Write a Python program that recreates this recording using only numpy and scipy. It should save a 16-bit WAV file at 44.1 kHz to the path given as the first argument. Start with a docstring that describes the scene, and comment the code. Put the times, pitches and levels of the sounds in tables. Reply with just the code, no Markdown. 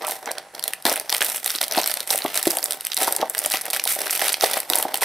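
"""Peeling shrink wrap off a small box

Hands peel and crumple thin shrink wrap off a small cardboard box on a table, heard close by.
Each pull buckles creases: single sharp snaps are short noise bursts filtered at the pitch of the fold,
over a crackle of tiny ones made of noise with a random grain envelope.
The hollow box knocks as decaying tones and rubs as low grains; a few finger scrapes are rising hoarse tones.
The table top adds an early reflection, a small room adds a decaying noise tail, and faint hush lies below.
"""
import sys
import numpy as np
from scipy import signal
from scipy.fft import rfft, irfft, next_fast_len
from scipy.io import wavfile
from scipy.ndimage import uniform_filter1d, map_coordinates

SR = 44100
rng = np.random.default_rng(int(sys.argv[2]) if len(sys.argv) > 2 else 0)


def materialize(psi):
    """Save the field psi as 16-bit PCM at rate SR to the path in sys.argv[1].

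    A 1-D psi becomes a single channel; in a 2-D psi each row is a channel.
    """
    bounded = np.clip(np.atleast_2d(psi).T, -1, 1)
    quanta = np.round(bounded * 32767).astype(np.int16)
    wavfile.write(sys.argv[1], SR, quanta)


N = 222296  # samples, about 5 s


def amp(db):
    """Level to amplitude: 20 dB are a factor of ten."""
    return 10 ** (np.asarray(db) / 20)


def unit(x):
    """Normalisation to an rms of 1."""
    return x / np.sqrt(np.mean(x ** 2) + 1e-20)


def along(points, hz):
    """Interpolation of (f/Hz, value) points on a logarithmic frequency axis."""
    f, v = np.transpose(points)
    return np.interp(np.log(hz + 1), np.log(f), v)


def filtered(x, response):
    """Linear filtering: the spectrum is multiplied by a response of frequency."""
    m = next_fast_len(N + SR // 2)
    spectrum = rfft(x, m) * response(np.fft.rfftfreq(m, 1 / SR))
    return irfft(spectrum, m)[..., :N]


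def coloured(x, points):
    """Spectral shaping by (f/Hz, level/dB) points."""
    return filtered(x, lambda hz: amp(along(points, hz)))


def band_noise_filter(order, low_hz, high_hz):
    """Butterworth band-pass: maximally flat between two cutoffs, the upper kept below half the sample rate."""
    return signal.butter(order, [low_hz, min(high_hz, .45 * SR)], 'bandpass', fs=SR, output='sos')


def add(track, s, sound):
    """Superposition of a sound on a track from time s."""
    start = max(round(s * SR), 0)
    part = track[..., start:start + sound.shape[-1]]
    part += sound[..., :part.shape[-1]]


# difference between the two close microphone ports: f/Hz, gain of the side signal level/dB
PORT_WIDTH = [(200, -24.5), (600, -17), (1200, -13), (4000, -10), (9000, -8), (14000, -18.5)]


def ports(mid, side):
    """Spatial coherence: long waves reach both ports alike, short ones differ."""
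    side = coloured(side, PORT_WIDTH)
    return np.array([mid + side, mid - side])


# typical time for the flutter to peak/ms, its scatter/natural log
FLUTTER_MS, FLUTTER_SCATTER = 0.52, 0.27
# creases whose snaps stand out from the crackle around them:
# t/s, relative level/dB, pitch of the fold f/Hz, treble sparkle over the fold level/dB
DISTINCT_CREASES = [(0.069, -21.5, 4600, 20), (0.2755, -25, 1870, -10), (0.3153, -19.5, 4500, 9),
                    (0.383, -23.5, 4340, -1.5), (0.5506, -28.5, 4030, 2), (0.5946, -24.5, 3820, 4),
                    (0.6271, -27.5, 4300, 0.5), (0.6394, -14, 4000, 8.5), (0.6791, -14, 4100, 9),
                    (0.7351, -16, 2480, 2), (0.8242, -32.5, 4100, 10.5), (0.8532, -10.5, 3400, 2.5),
                    (0.8666, -15.5, 3800, -1), (0.8967, -14.5, 4800, 3), (0.9268, -15.5, 3400, 17),
                    (0.9587, -16, 2800, 9.5), (0.9982, -18, 5050, 9), (1.095, -17.5, 4760, -6),
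                    (1.1011, -16.5, 3900, 7), (1.1261, -11.5, 4100, -1.5), (1.1474, -11.5, 2850, 0),
                    (1.1663, -17, 3300, 9.5), (1.2071, -18, 2070, -7.5), (1.218, -10, 2130, -16),
                    (1.2254, -13.5, 2400, 8.5), (1.2472, -14, 2300, 23), (1.2648, -19, 3400, 8.5),
                    (1.3599, -19, 3300, 11.5), (1.4444, -19.5, 4530, 9), (1.461, -12, 2930, 10),
                    (1.477, -17.5, 3900, 5.5), (1.504, -16, 4370, 1), (1.5511, -19, 3660, -1.5),
                    (1.5585, -22.5, 3600, 12.5), (1.5856, -21.5, 3730, -10.5), (1.6143, -12.5, 4050, 2),
                    (1.637, -18.5, 3690, 0), (1.6408, -19, 4100, 6.5), (1.6813, -21, 3400, 9.5),
                    (1.723, -16.5, 4800, 3), (1.748, -21, 3340, -11), (1.7788, -15, 4430, -5),
                    (1.8333, -20, 5030, -3), (1.8414, -17.5, 4400, -0.5), (1.8609, -17.5, 4520, 6),
                    (1.8752, -11.5, 4200, 11), (1.9402, -15.5, 4300, 10.5), (2.0047, -17.5, 3900, 3.5),
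                    (2.1051, -12.5, 4240, -2.5), (2.109, -11.5, 2850, 18), (2.158, -16.5, 3730, 24),
                    (2.1781, -15.5, 4760, 13.5), (2.2206, -21.5, 3780, -11.5), (2.3561, -18, 4720, 12.5),
                    (2.3751, -12, 4400, 4), (2.4283, -14.5, 4930, 8), (2.4543, -19.5, 2960, 7),
                    (2.4703, -14.5, 4400, 13), (2.4759, -17.5, 4500, 3.5), (2.5045, -13.5, 4600, 13.5),
                    (2.5088, -16.5, 4900, 6), (2.5702, -14, 2900, 11), (2.586, -17.5, 4240, 6.5),
                    (2.6413, -11.5, 5320, 21), (2.658, -20.5, 4600, 5), (2.7086, -15, 3850, 8.5),
                    (2.7221, -17.5, 4270, 5), (2.809, -21, 3500, 11), (2.8503, -18.5, 5130, 11.5),
                    (2.8686, -15, 2750, 10), (2.9185, -19.5, 3600, -11.5), (2.9329, -21.5, 3930, -1.5),
                    (2.9444, -18, 3900, 23.5), (2.9679, -14.5, 3740, 5.5), (2.9752, -14, 3860, 4.5),
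                    (3.0216, -16, 3800, 17), (3.0311, -13, 3520, 8.5), (3.075, -16.5, 1900, 3),
                    (3.125, -12.5, 4000, 19.5), (3.1642, -12.5, 4600, 13), (3.2283, -24.5, 1550, -17.5),
                    (3.2982, -15.5, 5270, 23.5), (3.3492, -18, 2300, 2), (3.3806, -15.5, 5000, 8),
                    (3.3903, -13, 5100, 36.5), (3.4604, -12, 3300, 13.5), (3.5197, -14, 4140, 5),
                    (3.5388, -13, 3090, -2), (3.5572, -18.5, 2780, -2), (3.6163, -21, 5500, 12.5),
                    (3.6553, -20.5, 2300, 10), (3.7022, -18.5, 4080, 7), (3.7077, -21, 4400, 20.5),
                    (3.733, -16, 3320, 9), (3.7637, -16.5, 2600, 4.5), (3.7703, -19, 3340, 10),
                    (3.7966, -16, 2540, -9), (3.8394, -13, 4500, 15), (3.8535, -17, 3800, 8.5),
                    (3.8758, -14.5, 3580, 4.5), (4.005, -21.5, 3960, 10), (4.0698, -19, 1790, -7),
                    (4.0969, -19, 2780, -11), (4.1086, -13, 4520, 10), (4.2164, -14.5, 2360, -3.5),
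                    (4.2827, -13, 3500, 2.5), (4.2934, -16.5, 4130, 2.5), (4.3301, -15, 4680, 19.5),
                    (4.3423, -12.5, 3370, -5), (4.41, -16, 4530, -2), (4.4417, -12.5, 3800, 0.5),
                    (4.4458, -18, 2700, -8), (4.5339, -15.5, 4270, 3), (4.5694, -17.5, 1440, -20),
                    (4.6023, -15.5, 5400, 10), (4.7001, -11, 4540, 7), (4.7346, -11, 3830, -8),
                    (4.7562, -8.5, 4670, 14), (4.786, -13.5, 4300, 30), (4.8263, -12.5, 3380, 10),
                    (4.9429, -13, 3700, 4), (4.9737, -20, 5500, 11), (5.01, -22, 3200, 8),
                    (5.02, -17.5, 1880, 8), (5.032, -14.5, 1740, -10.5)]


def snaps(creases, jump, click_s, flutter_db, table_s, table_db, spread_db,
          fold_below, fold_above, sparkle_hz, top_hz, dull_db):
    """Snap-through buckling: a crease flips in a fraction of a ms, film flutters, the table top reflects."""
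    t = np.arange(SR // 80) / SR
    treble = band_noise_filter(2, sparkle_hz, top_hz)
    sheet = band_noise_filter(1, 1400, 2700)
    out = np.zeros((2, N))
    for s, db, hz, sparkle_db in creases:
        height, place, strength, slack = rng.standard_normal(4)
        flutter_ms = FLUTTER_MS * np.exp(FLUTTER_SCATTER * slack)
        age = t / (flutter_ms / 1000)
        click = np.exp(-t / click_s)
        flutter = amp(flutter_db) * age * np.exp(1 - age)
        flip = (click + flutter) * rng.standard_normal(len(t))
        # the crease itself jumps inward or outward in one step
        flip[1] += jump * rng.choice([-1, 1])
        heard = flip.copy()
        reflection_db = min(table_db + 2 * strength, -4)
        add(heard, table_s * np.exp(.2 * height), amp(reflection_db) * flip)
        # the fold rings for a cycle or two at its own pitch, the whole sheet adds a dull click
        fold = band_noise_filter(2, hz * np.exp(-fold_below), hz * np.exp(fold_above))
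        parts = np.array([unit(signal.sosfilt(band, heard)) for band in (fold, treble, sheet)])
        snap = unit(amp([0, sparkle_db, dull_db]) @ parts)
        left_right_db = spread_db * place * np.array([[1], [-1]])
        add(out, s, amp(db + left_right_db) * snap)
    return out


# lesser creases: level over the pull/dB, ceiling before scatter/dB, scatter/dB
LESSER_DB, LESSER_TOP_DB, LESSER_SCATTER_DB = 13, -20.5, 1.5
# their typical fold pitch f/Hz, its scatter/natural log; sparkle over the pull's own fizz/dB, its scatter/dB
LESSER_HZ, LESSER_HZ_SCATTER, SPARKLE_DB, SPARKLE_SCATTER_DB = 3770, 0.48, 6.5, 3.5
# below this crumple level/dB the fingers only rub and hardly a crease gives way
YIELD_DB = -37


def lesser_snaps(crumple, fizz, count, crowding):
    """Yielding under load: the harder the pull, the more often and louder small creases give way."""
    force = np.hypot(crumple, fizz)
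    yielding = 1 / (1 + (amp(YIELD_DB) / crumple) ** 4)
    strain = np.cumsum(force ** crowding * yielding)
    # random moments, one in each equal share of the strain
    at = np.searchsorted(strain / strain[-1], (np.arange(count) + rng.random(count)) / count)
    size, pitch, sparkle = np.clip(rng.standard_normal((count, 3)), -2, 2).T
    db = np.minimum(20 * np.log10(force[at]) + LESSER_DB, LESSER_TOP_DB) + LESSER_SCATTER_DB * size
    hz = LESSER_HZ * np.exp(LESSER_HZ_SCATTER * pitch)
    sparkle_db = 20 * np.log10(fizz[at] / crumple[at]) + SPARKLE_DB + SPARKLE_SCATTER_DB * sparkle
    return np.column_stack([at / SR, db, hz, sparkle_db])


# pulls of the fingers on the film: t/s, build-up t/s, hold t/s, relative crumple level/dB,
# fizz over the crumple level/dB, box rub over the crumple level/dB
FINGER_PULLS = [(-0.029, 0.064, 0.0067, -36.5, -5.5, 4.5), (0.057, 0.023, 0.046, -36, 3.5, 2),
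                (0.197, 0.089, 0.02, -40, -11, 9), (0.355, 0.0072, 0.017, -43.5, -8, 7),
                (0.525, 0.017, 0.04, -45, -5.5, 7), (0.61, 0.063, 0.005, -39, -1.5, 2),
                (0.852, 0.0046, 0.035, -26, -2, 2.5), (0.901, 0.013, 0.015, -32, -2, -9),
                (0.959, 0.006, 0.016, -46, 0, 1), (1.075, 0.062, 0.026, -33, -1, -2),
                (1.206, 0.004, 0.005, -26, -2, -2), (1.239, 0.021, 0.1, -36, 5, -6.5),
                (1.412, 0.068, 0.075, -35, 2, -8.5), (1.605, 0.0046, 0.007, -31, 0, 0),
                (1.7, 0.014, 0.046, -33, -7, 1), (1.751, 0.028, 0.0046, -26, -2, 0),
                (1.847, 0.02, 0.047, -32.5, 0, -12), (1.948, 0.021, 0.05, -40, 0.5, -0.5),
                (2.056, 0.07, 0.01, -31, 5, -2), (2.151, 0.034, 0.121, -37, -2, -2),
                (2.318, 0.045, 0.0062, -28, 0, -4), (2.402, 0.069, 0.0046, -35, 2.5, -2.5),
                (2.481, 0.018, 0.076, -38, 5.5, 4.5), (2.612, 0.017, 0.119, -41, 3, 3.5),
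                (2.765, 0.076, 0.075, -41, -2.5, -9.5), (2.959, 0.066, 0.008, -27, 0.5, 2.5),
                (3.046, 0.024, 0.047, -35.5, 2.5, 4), (3.154, 0.058, 0.0066, -35.5, -12, 7.5),
                (3.281, 0.1, 0.011, -37, 1, -2.5), (3.406, 0.031, 0.01, -31.5, 0.5, -2),
                (3.475, 0.047, 0.039, -30, -1.5, -5.5), (3.63, 0.025, 0.026, -36.5, -3.5, 2.5),
                (3.722, 0.018, 0.006, -27, -2.5, -4.5), (3.858, 0.034, 0.03, -29, 5, -12),
                (3.959, 0.021, 0.083, -35, 1, 2.5), (4.093, 0.029, 0.042, -31, 3.5, -5.5),
                (4.153, 0.096, 0.035, -27, -1, -2.5), (4.394, 0.047, 0.005, -25.5, 0, -1.5),
                (4.466, 0.041, 0.069, -32, 0, 0), (4.686, 0.043, 0.082, -34, 3, 6),
                (4.813, 0.022, 0.085, -41.5, -7, 9), (4.933, 0.007, 0.033, -38, 1, 1.5),
                (5.002, 0.025, 0.01, -26.5, 1, -1)]
# loosened film and box settling on: crumple, fizz and box rub, each under its pull level/dB
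SETTLING = [-10, -10, -6.5]
# merely held film and box: crumple, fizz and box rub, each relative level/dB
HELD = [-57, -62, -55]
# fall once the fingers let go, and the slower fading of the settling/(dB per s)
RELEASE_DB_PER_S, SETTLE_DB_PER_S = 232, 68
# tiny creases around each distinct snap: level under it/dB, swell before and fading after it/(dB per s)
STRAIN_DB, STRAIN_SWELL_DB_PER_S, STRAIN_FADE_DB_PER_S = -21, 1299, 602


def pulling():
    """Loading and relaxation: crumple, fizz and rub amplitudes build, hold, let go; snaps add strain."""
    t = np.arange(0, N + SR // 500, SR // 1000) / SR
    power = np.outer(amp(HELD) ** 2, np.ones(len(t)))
    for s, build, hold, db, fizz_db, rub_db in FINGER_PULLS:
        after = np.maximum(t - s - build - hold, 0)
        settle_db = np.c_[SETTLING] - SETTLE_DB_PER_S * after
        fall_db = np.maximum(-RELEASE_DB_PER_S * after, settle_db)
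        force = np.clip((t - s) / build, 0, 1) * amp(fall_db)
        power += (amp(db + np.c_[[0, fizz_db, rub_db]]) * force) ** 2
    for s, db, _, sparkle_db in DISTINCT_CREASES:
        slope_db = np.minimum(STRAIN_SWELL_DB_PER_S * (t - s), STRAIN_FADE_DB_PER_S * (s - t))
        strain = amp(db + STRAIN_DB + slope_db)
        colour = amp([0, sparkle_db])
        # only crumple and fizz strain
        power[:2] += np.outer(colour / np.linalg.norm(colour), strain) ** 2
    return [np.interp(np.arange(N) / SR, t, level) for level in np.sqrt(power)]


def buckling(rate, scatter_db, life_s):
    """Shot noise: energy of many tiny creases flipping at random moments, levelled by its local mean."""
    sizes = amp(2 * scatter_db * np.clip(rng.standard_normal(N), -2, 2))
    flips = sizes * (rng.random(N) < rate / SR)
    energy = signal.lfilter([1], [1, -np.exp(-1 / (life_s * SR))], flips)
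    # second smoothing: each grain has a short soft rise
    energy = signal.lfilter([1], [1, -np.exp(-1 / (0.23 * life_s * SR))], energy)
    local_mean = np.abs(uniform_filter1d(energy, size=SR // 30))
    return energy / (local_mean + 0.07 * energy.mean())


def grains(energy, spectrum):
    """Modulated noise: stereo grains of rms 1 that follow an energy envelope."""
    mid, side = np.sqrt(energy) * rng.standard_normal((2, N))
    return unit(coloured(ports(mid, side), spectrum))


# hollow box: f/Hz, relative spectral level/dB
BOX_SPECTRUM = [(30, -48), (100, -43), (180, -17.5), (300, -5.5), (450, -0.5), (600, 3), (740, 4.5),
                (950, 0.5), (1250, -12), (1800, -8), (4000, -61)]
# broad folds of the film: f/Hz, relative spectral level/dB
FOLD_SPECTRUM = [(400, -45), (900, -10.5), (1300, 7.5), (1600, 2.5), (2050, 8), (2600, 4.5), (3600, 3),
                 (4800, -1.5), (6000, -4.5), (9000, -34)]
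# fine wrinkles of the film: f/Hz, relative spectral level/dB
WRINKLE_SPECTRUM = [(2500, -12.5), (4300, -20.5), (5400, -8.5), (7500, -3), (9400, 2.5), (10600, 1.5),
                    (11800, 7.5), (13500, 2), (15500, 4), (17000, -53)]


def handling(crumple, fizz, rub, slide, rub_db, crumple_db, fizz_db):
    """Crackling noise: folds and wrinkles buckle over sliding friction; a harder pull packs them into a hiss."""
    pull = unit(fizz) ** .6
    # grain rates per second, shared grains sounding in all three spectra
    shared = buckling(rate=550 * (0.22 + pull), scatter_db=15.5, life_s=0.0017)
    folds = buckling(rate=350 * (.3 + pull), scatter_db=12, life_s=0.0016)
    wrinkles = buckling(rate=900 * (0.21 + pull), scatter_db=6, life_s=0.0004)
    box_rub = rub * grains(shared + folds + 2 * slide, BOX_SPECTRUM)
    crumpling = crumple * grains(shared + .5 * folds + slide * pull, FOLD_SPECTRUM)
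    fizzing = fizz * grains(shared + .5 * wrinkles + slide * pull ** 2, WRINKLE_SPECTRUM)
    return amp(rub_db) * box_rub + amp(crumple_db) * crumpling + amp(fizz_db) * fizzing


# fingertips that drag on the taut film: t/s, length t/s, relative level/dB, first f/Hz, last f/Hz
FINGER_SCRAPES = [(0.0, 0.075, -27.5, 741, 1363), (0.271, 0.04, -29, 1727, 1870),
                  (0.372, 0.01, -30.5, 1354, 1630)]


def scrapes(hoarseness, overtone_db):
    """Stick-slip friction: uneven grip gives a hoarse tone that rises as the finger speeds up."""
    out = np.zeros(N)
    for s, length, db, first_hz, last_hz in FINGER_SCRAPES:
        u = np.linspace(0, 1, int(length * SR))
        phase = 2 * np.pi * np.cumsum(first_hz + (last_hz - first_hz) * u) / SR
        knots = int(hoarseness * first_hz * length)
        # three smooth random curves make the tone uneven
        grip = [map_coordinates(rng.standard_normal(knots + 3), [u * knots]) for _ in range(3)]
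        tone = grip[0] * np.sin(phase) + grip[1] * np.cos(phase)
        tone += amp(overtone_db) * grip[2] * np.sin(2 * phase)
        add(out, s, amp(db) * unit(tone) * np.sin(np.pi * u ** 1.5))
    return np.array([out, out])


PANEL_RING_MS = 1.27  # decay to 1/e
# box panels that flex or are tapped: t/s, relative level/dB, pitch f/Hz, whole box's thump over the panel level/dB
PANEL_KNOCKS = [(0.0796, -28, 784, -31), (0.277, -31, 690, -18), (0.8529, -18, 680, -1),
                (0.8776, -24, 730, -10), (0.9155, -21.5, 630, -10), (1.1258, -27, 780, -23.5),
                (1.4605, -32, 755, -11), (1.551, -38.5, 710, 10), (1.774, -18.5, 670, 0),
                (1.7835, -18, 720, -17), (1.9667, -32.5, 628, -28.5), (2.1079, -26.5, 764, -29),
                (2.1462, -24.5, 650, -30.5), (2.249, -18, 625, -3.5), (2.47, -13, 490, 0.5),
                (2.5714, -25, 718, -11.5), (3.0779, -18, 853, -10), (3.1979, -28.5, 740, 8),
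                (3.2278, -16, 674, -18), (3.4613, -27, 665, -11.5), (3.5408, -24, 740, -6.5),
                (3.6814, -31.5, 710, -20), (3.8597, -29, 696, -20.5), (3.9636, -28.5, 645, -30.5),
                (4.219, -20.5, 666, -23.5), (4.4367, -12.5, 668, -34.5), (4.5686, -23.5, 670, -7.5),
                (4.702, -28, 710, 2.5), (4.8519, -20.5, 674, -6.5), (4.942, -27.5, 785, -18),
                (5.0214, -23, 930, -21)]


def knocks(rise_s, upper_db, deep_hz, deep_db, rattle_s, rattle_db, low_hz, top_hz):
    """Damped plate vibration: a panel pops for a few cycles, the box thumps below it and shudders briefly."""
    t = np.arange(SR // 14) / SR
    out = np.zeros(N)
    for s, db, hz, depth_db in PANEL_KNOCKS:
        upper, deep = np.exp(0.089 * rng.standard_normal(2))
        panel = np.sin(2 * np.pi * hz * t)
        panel += amp(upper_db) * np.sin(2 * np.pi * 1.513 * upper * hz * t)
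        panel *= np.exp(-1000 * t / PANEL_RING_MS) * (1 - np.exp(-t / rise_s))
        # gone in a few cycles
        thump = np.sin(2 * np.pi * deep_hz * deep * t) * t * np.exp(-1.6 * deep_hz * t)
        band = band_noise_filter(2, 0.73 * hz, 1.34 * hz)
        shudder = signal.sosfilt(band, rng.standard_normal(len(t)) * np.exp(-t / rattle_s))
        knock = unit(panel) + amp(deep_db + depth_db) * unit(thump) + amp(rattle_db) * unit(shudder)
        add(out, s, amp(db) * unit(knock))
    # so small a box radiates little bass, and soft cardboard little treble
    out = signal.sosfilt(signal.butter(2, low_hz, 'highpass', fs=SR, output='sos'), out)
    out = signal.sosfilt(signal.butter(4, top_hz, 'lowpass', fs=SR, output='sos'), out)
    return np.array([out, out])


# ringing of the box's panels and air: f/Hz, width f/Hz, relative level/dB
RING_MODES = [(265, 41, -5), (612, 14, 8.5), (660, 12, -6), (770, 6.6, 15.5), (1970, 30, 9),
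              (3407, 13, -22.5)]


def box_ring(x):
    """Modal resonance: whatever shakes the box rings on briefly in its modes."""
    def response(f):
        """Sum of second-order resonances, each with its peak at the mode."""
        return sum(amp(db) * 1j * f * width / (hz * hz - f * f + 1j * f * width)
                   for hz, width, db in RING_MODES)
    return filtered(x, response)


# room decay: f/Hz, time to fall by 60 dB t/s
ROOM_DECAY = [(200, 0.22), (800, 0.11), (3000, 0.24), (14000, 0.13)]


def room(x, gap_s):
    """Reverberation: walls answer after a gap, with a fresh random tail every fifth of a second."""
    out = np.zeros((2, N))
    hop = SR // 5
    for start in range(0, N, hop):
        hz, t, z = signal.stft(rng.standard_normal((2, SR // 3)), SR, nperseg=256)
        decay = amp(-60 * t / along(ROOM_DECAY, hz)[:, None])
        tail = signal.istft(z * decay, SR, nperseg=256)[1]
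        piece = x.mean(axis=0)[None, start:start + hop]
        answer = signal.fftconvolve(piece, tail / np.linalg.norm(tail[0]), axes=1)
        add(out, start / SR + gap_s, answer)
    return ports(*out)


# still room: f/Hz, relative spectral level/dB
HUSH_SPECTRUM = [(20, -12.5), (60, -13), (150, 1), (600, -10.5), (1500, 2), (5000, -19), (11000, -11.5),
                 (16000, -92)]


def still_room():
    """Stationary background noise: a steady hush of rms 1."""
    return grains(np.ones(N), HUSH_SPECTRUM)


# balance of the two ports: f/Hz, left minus right level/dB
PORT_BALANCE = [(250, 0), (600, 0.28), (1100, -1.2), (2200, -1.9), (4500, -1.9), (12000, -1.2)]


def scene():
    """Superposition: film and box just right of centre, in a quiet small room."""
    crumple, fizz, rub = pulling()
    lesser = lesser_snaps(crumple, fizz, count=130, crowding=.5)
    creases = np.vstack([DISTINCT_CREASES, lesser])
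    film = amp(-6.5) * snaps(creases, jump=1.82, click_s=0.00014, flutter_db=-10,
                             table_s=.0015, table_db=-14.5, spread_db=1.64, fold_below=0.39,
                             fold_above=0.18, sparkle_hz=8050, top_hz=13950, dull_db=-2.0)
    crackle = handling(crumple, fizz, rub, slide=0.15, rub_db=2, crumple_db=1, fizz_db=2.0)
    crackle += scrapes(hoarseness=0.54, overtone_db=-8.5)
    box = amp(-4.5) * knocks(rise_s=0.0071, upper_db=-25, deep_hz=339, deep_db=0.0,
                             rattle_s=0.006, rattle_db=-2, low_hz=151, top_hz=1430)
    ring = amp(-12.5) * box_ring(film + .5 * box + crackle)
    walls = room(amp(-14.0) * film + amp(-10.5) * box + amp(-12) * crackle, gap_s=0.0046)
    hush = amp(-49) * still_room()
    total = film + box + crackle + ring + walls + hush
    # half of the balance goes to each side
    return filtered(total, lambda hz: amp(np.outer([.5, -.5], along(PORT_BALANCE, hz))))


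# microphone colour: f/Hz, gain level/dB
MICROPHONE_COLOUR = [(100, -6.5), (3000, -3), (5700, 2.5), (6300, 1.5), (6700, -3), (7300, 1), (8800, 1),
                     (12000, -3), (14000, -3.5), (15800, -7.5)]
TOP_HZ = 16000  # band limit


def record(dry):
    """Transducer response: the microphone has a treble notch, rounds the tallest peaks and is band-limited."""
    x = coloured(dry, MICROPHONE_COLOUR)
    x = x / (1 + np.abs(x / .95) ** 6) ** (1 / 6)
    return filtered(x, lambda hz: 1 / (1 + (hz / TOP_HZ) ** 120))


dry = scene()
out = record(dry)
materialize(out)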